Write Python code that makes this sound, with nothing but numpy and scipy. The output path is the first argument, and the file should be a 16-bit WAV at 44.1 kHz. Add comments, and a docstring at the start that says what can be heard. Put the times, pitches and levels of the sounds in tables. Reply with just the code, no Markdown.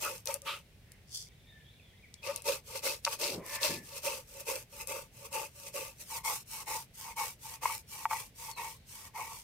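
"""One hears gritty strokes to and fro: a stone roller grinds soaked rice on a pitted slab in a quiet yard.
Friction drives the stones' resonances and a broadband hiss; snaps are filtered noise bursts, bumps
paired sines, knocks decaying modes. Early on, a hand scoops loose rice in a pause; far birds chirp.
The microphone is first beside the slab, then in front, where the stones ring with other modes."""
import sys
import numpy as np
from scipy import signal
from scipy.fft import rfft, irfft, next_fast_len
from scipy.io import wavfile

SR = 44100
rng = np.random.default_rng(int(sys.argv[2]) if len(sys.argv) > 2 else 0)


def waveform_to_disk(signal):
    """Save audio, clipped to [-1, 1], as 16-bit WAV at the path in sys.argv[1]."""
    frames = np.transpose(np.atleast_2d(signal))
    scaled = np.clip(frames, -1, 1) * 32767
    samples = np.round(scaled).astype(np.int16)
    wavfile.write(sys.argv[1], SR, samples)


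N = 415863
T = np.arange(N) / SR  # time in s
MOVE_S = 6.06  # the microphone moves to the front

# Resonances of roller and slab, heard from the side and from the front:
# pitch_hz, width_hz, level_db (relative), left_minus_right_db
SIDE_MODES = [(460, 147, -9.5, -2.5), (549, 68.4, -3.5, -7.5), (902, 70, -10, 13), (1149, 155, -11.5, 10),
              (1416, 450, -24, 18.5), (2168, 340, -15, 12), (2452, 154, -12.5, -5), (2610, 240, -5.5, 4),
              (2760, 540, -18, -9)]
FRONT_MODES = [(496, 160, -15.5, -5), (717, 34, -22.5, -2), (900, 78, -1.5, 0), (1096, 167, -6.5, 1),
               (1930, 120, -17.5, 14.5), (2252, 113, -10.5, 16), (2610, 450, -12, -9)]
# Spectrum of the crushed rice: pitch_hz, density_db (relative, per Hz)
HISS_SPECTRUM = [(400, -16.5), (1700, -7.5), (2900, -2.5), (3800, -5), (6000, 2.5), (8700, 3),
                 (11000, -1.5), (14000, 1), (16000, -9)]
# Heavy strokes of the roller over the rice, mostly pushes, a few hard pulls through fresh rice: start_s,
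# length_s, stone_db, hiss_db (gains at mid-stroke, before the pressure envelope)
HEAVY_STROKES = [(-0.013, 0.27, -48.5, -45), (0.245, 0.18, -46, -46), (0.435, 0.23, -52.5, -53),
                 (2.215, 0.28, -51, -54.5), (2.435, 0.2, -41, -41), (2.815, 0.21, -41.5, -40),
                 (3.18, 0.26, -45.5, -43.5), (3.595, 0.25, -43.5, -41), (4.015, 0.26, -47, -43.5),
                 (4.448, 0.23, -45.5, -43.5), (4.862, 0.25, -49, -48), (5.305, 0.24, -46, -45.5),
                 (5.722, 0.27, -50.5, -47.5), (6.229, 0.22, -41.5, -36.5), (6.654, 0.22, -42.5, -39.5),
                 (7.153, 0.22, -43, -40), (7.605, 0.24, -43.5, -40.5), (8.078, 0.24, -45.5, -43),
                 (8.552, 0.26, -46.5, -47), (9.13, 0.35, -51, -48.5)]


def amp(db):
    """Level law: decibels to an amplitude ratio."""
    return 10 ** (np.asarray(db) / 20)


def evened(x):
    """Energy normalisation: scales a signal to rms 1."""
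    return x / np.sqrt(np.mean(np.abs(x) ** 2) + 1e-20)


def add(mix, start_s, sound):
    """Superposition: adds a sound into the mix at its start time."""
    part = mix[..., round(start_s * SR):][..., :sound.shape[-1]]
    part += sound[..., :part.shape[-1]]


def pan(balance_db):
    """Interaural level difference: left and right gains that differ by balance_db."""
    return amp([[balance_db / 2], [-balance_db / 2]])


def coloured(x, points):
    """Spectral shaping: filters x along (Hz, dB) points, log-spaced in frequency, to rms 1."""
    pitch_hz, level_db = np.transpose(points)
    size = next_fast_len(N)
    bins_hz = np.fft.rfftfreq(size, 1 / SR)
    gain = amp(np.interp(np.log(bins_hz + 1), np.log(pitch_hz), level_db))
    return evened(irfft(rfft(x, size) * gain, size)[..., :N])


def resonate(x, hz, width_hz):
    """Resonance: a double complex pole after a low-pass; the complex output carries the phase."""
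    pole = np.exp((2j * np.pi * hz - np.pi * width_hz) / SR)
    softened = signal.lfilter([1], [1, -np.exp(-2 * np.pi * hz / SR)], x)
    return signal.lfilter([1, 0, -1], np.poly([pole, pole]), softened)


def wander(rate_hz):
    """Random modulation: straight lines between rate_hz random values a second, at rms 1."""
    values = rng.standard_normal(N // 100)
    return evened(np.interp(T * rate_hz, np.arange(N // 100), values))


def grit(per_s, spread_db, smooth):
    """Brittle fracture: puffs of noise of uneven size over a steady rub of power ratio smooth."""
    happens = rng.random(N) < per_s / SR
    sizes = amp(spread_db * np.minimum(rng.exponential(1, N), 4.5)) * happens
    power = signal.lfilter([1], [1, -np.exp(-1 / (0.00027 * SR))], sizes ** 2)  # power decay in s
    envelope = np.sqrt(power / power.mean() + abs(smooth))
    return envelope * rng.standard_normal((2, N)) / np.sqrt(1 + abs(smooth))


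def nearby(x):
    """Early reflections: the ground and the body throw the sound back a few milliseconds later."""
    # Hard surfaces close by: left_delay_s, right_delay_s, level_db
    reflections = [(.0029, 0.0031, -19.5), (.0068, .0061, -16)]
    out = x.copy()
    for left_s, right_s, db in reflections:
        add(out[0], left_s, amp(db) * x[0])
        add(out[1], right_s, amp(db) * x[1])
    return out


def yard():
    """Diffuse ambient noise: a low murmur of open air, most alike in both ears in the bass."""
    # Spectrum of the open air: pitch_hz, density_db (relative, per Hz)
    air_spectrum = [(20, -21), (45, -1.5), (125, -0.5), (200, -9), (310, -18), (450, -16), (1200, -30.5),
                    (2200, -23), (5000, -30.5), (15000, -36)]
    shared = rng.standard_normal(N)
    highpass = signal.butter(1, 1400, "high", fs=SR)
    apart = signal.lfilter(*highpass, rng.standard_normal(N)) + 0.15 * rng.standard_normal(N)
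    return amp(-59.5) * coloured(np.array([shared + apart, shared - apart]), air_spectrum)


def birds(waver=0.0188, hoarse=0.6, echo_s=0.13, echo_db=-1, flock_db=-70, syllable_s=0.0315,
          bend=0.133, rough_hz=3000, count=56):
    """Frequency modulation: hoarse gliding calls and a twitter flurry, echoed by the yard's walls."""
    # Far calls: start_s, length_s, first_hz, last_hz, level_db (before hoarseness and echo)
    calls = [(1.42, 0.17, 3560, 3640, -61), (1.431, 0.24, 1860, 1685, -63), (1.629, .11, 3200, 3540, -59.5),
             (1.776, 0.05, 3100, 2040, -59.5), (1.776, 0.19, 3620, 3150, -66),
             (2.018, 0.057, 2600, 1800, -53.5), (2.158, 0.087, 3300, 3300, -61),
             (3.403, 0.45, 1777, 1740, -49.5), (8.461, 0.2, 4880, 3010, -54)]
    song, wobble = np.zeros(N), wander(500)
    places = rng.random(count)
    glides = rng.uniform(-0.89, 1, count)
    pitches = rng.choice([2150, 3500], count) * rng.normal(1, 0.088, count)
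    flock = [(1.25 + 0.74 * place, syllable_s, hz * (1 + bend * glide), hz * (1 - bend * glide), flock_db)
             for place, glide, hz in zip(places, glides, pitches)]
    for start_s, length_s, first_hz, last_hz, db in calls + flock:
        size = round(length_s * SR)
        roughness = waver * (first_hz / rough_hz) ** 2  # high calls are rougher
        local_wobble = wobble[round(start_s * SR):][:size]
        hz = np.linspace(first_hz, last_hz, size) * (1 + roughness * local_wobble)
        tone = np.sin(2 * np.pi * np.cumsum(hz) / SR)
        add(song, start_s, amp(db) * np.hanning(size) * tone)
    song = song * evened(1 + hoarse * wander(220))
    tail = rng.standard_normal((2, SR // 2)) * np.exp(-T[:SR // 2] / echo_s)
    tail = tail / np.linalg.norm(tail[0])
    return song + amp(echo_db) * signal.fftconvolve(song[None], tail, axes=1)[:, :N]


def scoop(level_db=6):
    """Granular friction: loose grains slide over each other between the fingers."""
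    # Fingers in the heap of rice: time_s, gain_db (before level_db)
    strength = [(1.07, -76.5), (1.151, -44.5), (1.22, -51.5), (1.29, -67.5)]
    # Spectrum of the loose grains: pitch_hz, density_db (relative, per Hz)
    rustle_spectrum = [(2500, -26), (3450, 0), (3900, -16), (4500, 3), (5900, 1.5), (8000, -2),
                       (15000, -16.5)]
    time_s, gain_db = np.transpose(strength)
    during = (T > time_s[0]) * (T < time_s[-1])
    level = amp(level_db + np.interp(T, time_s, gain_db)) * during
    grains = grit(per_s=2300, spread_db=4.0, smooth=0.46)
    return level * pan(2.5) * coloured(grains, rustle_spectrum)


def rubs(apart=1.0, apart_hz=700):
    """Sliding friction: swells of resonant noise, less alike in both ears as the pitch rises."""
    # Rubs of roller, hands and cloth: peak_s, rise_s, fall_s, level_db (before the swell), pitch_hz, width_hz
    swells = [(.066, .022, 0.023, -38, 1256, 330), (0.478, 0.012, 0.071, -41.5, 1260, 330),
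              (0.48, 0.017, 0.071, -38.5, 2810, 1830), (.94, 0.091, 0.08, -68, 1920, 1000),
              (3.336, 0.1, 0.11, -44.5, 383, 374), (3.354, 0.027, 0.073, -45, 155, 202),
              (3.558, 0.18, 0.09, -53, 1035, 200.5), (3.592, 0.13, 0.16, -47, 2140, 670),
              (3.709, 0.024, 0.096, -44, 167, 285), (7.075, 0.028, 0.028, -46.5, 960, 200),
              (9.19, 0.022, 0.035, -43, 960, 220)]
    out = np.zeros((2, N))
    for peak_s, rise_s, fall_s, db, hz, width_hz in swells:
        t = np.arange(-min(peak_s, .5), .5, 1 / SR)
        shared = rng.standard_normal(len(t))
        noise = shared + apart * hz / (hz + apart_hz) * rng.standard_normal((2, len(t)))
        swell = np.exp(-(t / np.where(t < 0, rise_s, fall_s)) ** 2)
        add(out, peak_s + t[0], amp(db) * swell * evened(resonate(noise, hz, width_hz).real))
    return out


def snaps(crack_s=0.0012, crumble_s=0.028, crumble_db=-21, breadth=1.0, balance_db=5.0):
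    """Brittle fracture: a grain cracks as a millisecond burst and its crumbs follow more slowly."""
    # Grains that snap, most under the roller, a few in the pause: start_s, level_db (before a 6 dB lift and
    # panning), pitch_hz
    grains = [(0.257, -30, 11000), (0.2731, -23, 5200), (0.3417, -19.5, 9650), (0.4189, -38, 8000),
              (0.919, -42.5, 8400), (2.141, -38, 5770), (2.2705, -37.5, 6460), (2.361, -25, 8700),
              (2.421, -37, 8950), (3.0488, -23, 3670), (3.0503, -19.5, 5300), (4.817, -32, 8900),
              (4.873, -28.5, 9700), (5.328, -35, 7000), (6.249, -30.5, 7100), (7.506, -37, 11030),
              (8.514, -32.5, 7550)]
    out, t = np.zeros((2, N)), np.arange(SR // 40) / SR
    decay = np.exp(-t / crack_s) + amp(crumble_db) * np.exp(-t / crumble_s)
    for start_s, db, hz in grains:
        burst = rng.standard_normal((2, len(t))) * decay
        crack = resonate(burst, hz, breadth * hz).real
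        add(out, start_s, amp(db + 6) * pan(balance_db) * crack / abs(crack).max())
    return out


def bumps(upper_ratio=2.2, upper_db=-13, knock_db=-17.5):
    """Forced vibration: the roller judders over pits, with an upper partial and a dull knock."""
    # Bumps over pits: start_s, length_s, level_db (of the lower partial, before panning), pitch_hz
    pit_hits = [(0.282, 0.02, -35.5, 576), (0.338, 0.038, -41, 562), (0.413, 0.053, -52.5, 550),
                (2.279, 0.041, -30.5, 559), (7.655, 0.0063, -18, 990)]
    out = np.zeros((2, N))
    dull = signal.butter(5, [450, 2700], "band", fs=SR)
    for start_s, length_s, db, hz in pit_hits:
        t = np.arange(round(length_s * SR)) / SR
        upper = amp(upper_db) * np.sin(2 * np.pi * hz * upper_ratio * t)
        judder = np.sin(2 * np.pi * hz * t) + upper
        knock = evened(signal.lfilter(*dull, rng.standard_normal(len(t))))
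        envelope = np.sin(np.pi * t / length_s)
        add(out, start_s, amp(db) * pan(3.9) * (judder + amp(knock_db) * knock) * envelope)
    return out


def knocks(low_hz=750, high_hz=2000, damping=0.7, balance_db=2):
    """Impact excitation: dropping off a grain, the roller briefly rings the stones' middle modes."""
    # Knocks on the slab: start_s, level_db (of the peak, before panning)
    drops = [(3.0655, -23.5), (3.0708, -23), (3.0762, -19), (3.0795, -30), (8.0545, -16.5), (8.1112, -24),
             (8.1172, -28), (8.126, -28), (8.1318, -23.5)]
    out, t = np.zeros((2, N)), np.arange(SR // 20) / SR
    contact = signal.butter(3, [low_hz, high_hz], "band", fs=SR)
    for start_s, peak_db in drops:
        ring = np.zeros(len(t))
        for hz, width_hz, db, _ in (SIDE_MODES if start_s < MOVE_S else FRONT_MODES):
            decay = np.exp(-np.pi * damping * width_hz * t)
            ring += amp(db) * np.sqrt(width_hz) * decay * np.cos(2 * np.pi * hz * t)
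        ring = signal.lfilter(*contact, ring)
        add(out, start_s, amp(peak_db) * pan(balance_db) * ring / abs(ring).max())
    return out


def strokes(rows, shapes, bite_stone_db, bite_hiss_db, stone_power=2, hiss_power=1.65,
            bite_before_turn_s=0.066, bite_s=0.017, cushion_db=-3.5, flatten_s=0.052, break_through_s=0.0061):
    """Contact mechanics: pressure rises, holds and falls; rice cushions stone until it is flattened."""
    levels = np.zeros((2, N))
    for start_s, length_s, stone_db, hiss_db in rows:
        in_front = int(start_s > MOVE_S - length_s / 2)
        attack_s, release_s, stone_growth, hiss_growth = shapes[in_front]
        t = np.arange(max(-start_s, 0), length_s, 1 / SR)
        from_middle = t - length_s / 2
        pressure = abs(np.minimum(t / attack_s, 1) * np.minimum((length_s - t) / release_s, 1))
        cushion = cushion_db * np.clip((flatten_s - t) / break_through_s, 0, 1)
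        bite = np.exp(-((length_s - t - bite_before_turn_s) / bite_s) ** 2)
        stone = amp(stone_db + stone_growth * from_middle + cushion + bite_stone_db * bite)
        hiss = amp(hiss_db + hiss_growth * from_middle + bite_hiss_db * bite)
        both = np.array([stone * pressure ** stone_power, hiss * pressure ** hiss_power])
        add(levels, max(start_s, 0), both)
    return levels


def stroke_levels():
    """Work against friction: heavy strokes and light returns, which bite into whole grains near the end."""
    # Strokes that draw the roller lightly back to the heap:
    # start_s, length_s, stone_db, hiss_db (gains at mid-stroke, before envelope and bite)
    returns = [(2.625, 0.21, -51, -47.5), (3.011, 0.19, -49, -46), (3.412, 0.21, -53.5, -46),
               (3.794, 0.25, -58.5, -51), (4.235, 0.24, -60, -54), (4.676, 0.21, -55.5, -50.5),
               (5.097, 0.23, -60, -55.5), (5.504, 0.24, -60.5, -52.5), (5.945, 0.14, -65, -51),
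               (6.044, 0.2, -46.5, -42), (6.445, 0.24, -52, -45), (6.919, 0.26, -54, -47.5),
               (7.377, 0.24, -54, -48), (7.856, 0.26, -53.5, -46.5), (8.334, 0.24, -52.5, -47),
               (8.84, 0.3, -61, -51.5)]
    # A push starts heavy and fades as the arms stretch; a return gathers weight.
    # One row from the side, one from the front:
    # attack_s, release_s, stone_growth_db_per_s, hiss_growth_db_per_s
    push_shape = [(0.041, 0.1, -115, -81), (0.031, 0.12, -75.5, 7)]
    return_shape = [(0.059, 0.075, 125, 47), (0.086, 0.093, 60, -36)]
    pushed = strokes(HEAVY_STROKES, push_shape, bite_stone_db=0, bite_hiss_db=0)
    return pushed + strokes(returns, return_shape, bite_stone_db=4, bite_hiss_db=7)


def stones(drive, modes, glide, sway=.012, flicker_db=2.18, contact_db=0.77, apart_hz=2600, pivot_hz=950):
    """Modal resonance: modes waver as the contact line shifts and spread as the roller travels out."""
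    out = np.zeros((2, N))
    turns = [s for start_s, length_s, _, _ in HEAVY_STROKES for s in (start_s, start_s + length_s)]
    position = np.interp(T, turns, [-1, 1] * len(HEAVY_STROKES))
    for hz, width_hz, db, balance_db in modes:
        difference = hz / (hz + apart_hz) * np.array([drive[1], -drive[1]])
        ports = drive[0] + difference  # high modes differ between the ears
        bend = sway * wander(12) + glide * np.log2(hz / pivot_hz) * position
        shift = np.exp(2j * np.pi * np.cumsum(hz * bend) / SR)
        ring = evened((resonate(ports, hz, width_hz) * shift).real)
        out += amp(db + flicker_db * wander(30) + contact_db * wander(5)) * pan(balance_db) * ring
    return out


def rasp(hz=4500, width_hz=3600):
    """Granular friction: coarse pieces of rice grate between the stones as resonant noise."""
    # Rasp of coarse rice against the rumble of the stones: time_s, level_db (relative)
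    coarseness = [(0.5, -12), (2.5, -2.5), (3.8, 2.5), (4.7, -18.5), (9.4, -19)]
    grains = evened(resonate(grit(per_s=420, spread_db=3.5, smooth=0.7), hz, width_hz).real)
    return amp(np.interp(T, *np.transpose(coarseness))) * pan(4.8) * grains


def crunch(level_db=-9):
    """Brittle fracture: whole grains give way as a sparse, coarse crackle over the fine hiss."""
    return amp(level_db) * coloured(grit(per_s=170, spread_db=3.6, smooth=0), HISS_SPECTRUM)


def off_the_hands(x, delay_s=0.000901, travel=0.246, strength=0.83):
    """Comb filtering: a reflection off the moving hands sweeps soft notches through the hiss."""
    return np.array([ear + strength * np.interp(T - delay_s * np.exp(travel * wander(5)), T, ear)
                     for ear in x])


def grinding(pits_db=0.6, lumps_db=0.96, surge_db=0.7, hiss_db=-0.5):
    """Friction-driven vibration: strokes shake the stones unevenly over pits and crush rice to a hiss."""
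    stone_level, hiss_level = stroke_levels()
    front = np.clip((T - MOVE_S) / 0.02, 0, 1)
    pits = wander(140)
    drive = grit(per_s=530, spread_db=0.0, smooth=1.0)
    side_ring = stones(drive, SIDE_MODES, glide=0.0101)
    front_ring = stones(drive, FRONT_MODES, glide=.04)
    ring = (1 - front) * side_ring + front * front_ring + rasp()
    fine = grit(per_s=1400, spread_db=3.0, smooth=2.5)
    hiss = off_the_hands(coloured(fine, HISS_SPECTRUM) + crunch()) * pan(1.0)
    hiss_gain = hiss_level * amp(hiss_db + lumps_db * pits + surge_db * wander(45))
    return nearby(ring * stone_level * amp(pits_db * pits)) + hiss * hiss_gain


def scene():
    """Superposition of all sources, from the background to the grinding."""
    return yard() + birds() + scoop() + rubs() + snaps() + nearby(bumps() + knocks()) + grinding()


def notched(x, notches):
    """Band rejection: cuts smooth dips into the spectrum of one channel."""
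    size = next_fast_len(N)
    hz = np.fft.rfftfreq(size, 1 / SR)
    dips_db = sum(depth_db * np.exp(-((hz - centre_hz) / width_hz) ** 2)
                  for centre_hz, width_hz, depth_db in notches)
    return irfft(rfft(x, size) * amp(-dips_db), size)[:N]


def record(dry):
    """Linear filtering: the colour of the two microphone ports, then the recorder's band limit."""
    # Dips in the response of each microphone port: pitch_hz, width_hz, depth_db
    left_notches = [(7180, 870, 8.5)]
    right_notches = [(9600, 350, 10.7), (13400, 740, 4.5)]
    ports = np.array([notched(dry[0], left_notches), notched(dry[1], right_notches)])
    lowpass = signal.firwin(255, 15800, window=("kaiser", 8), fs=SR)  # edge in Hz
    return signal.oaconvolve(ports, lowpass[None], "same")


dry = scene()
out = record(dry)
waveform_to_disk(out)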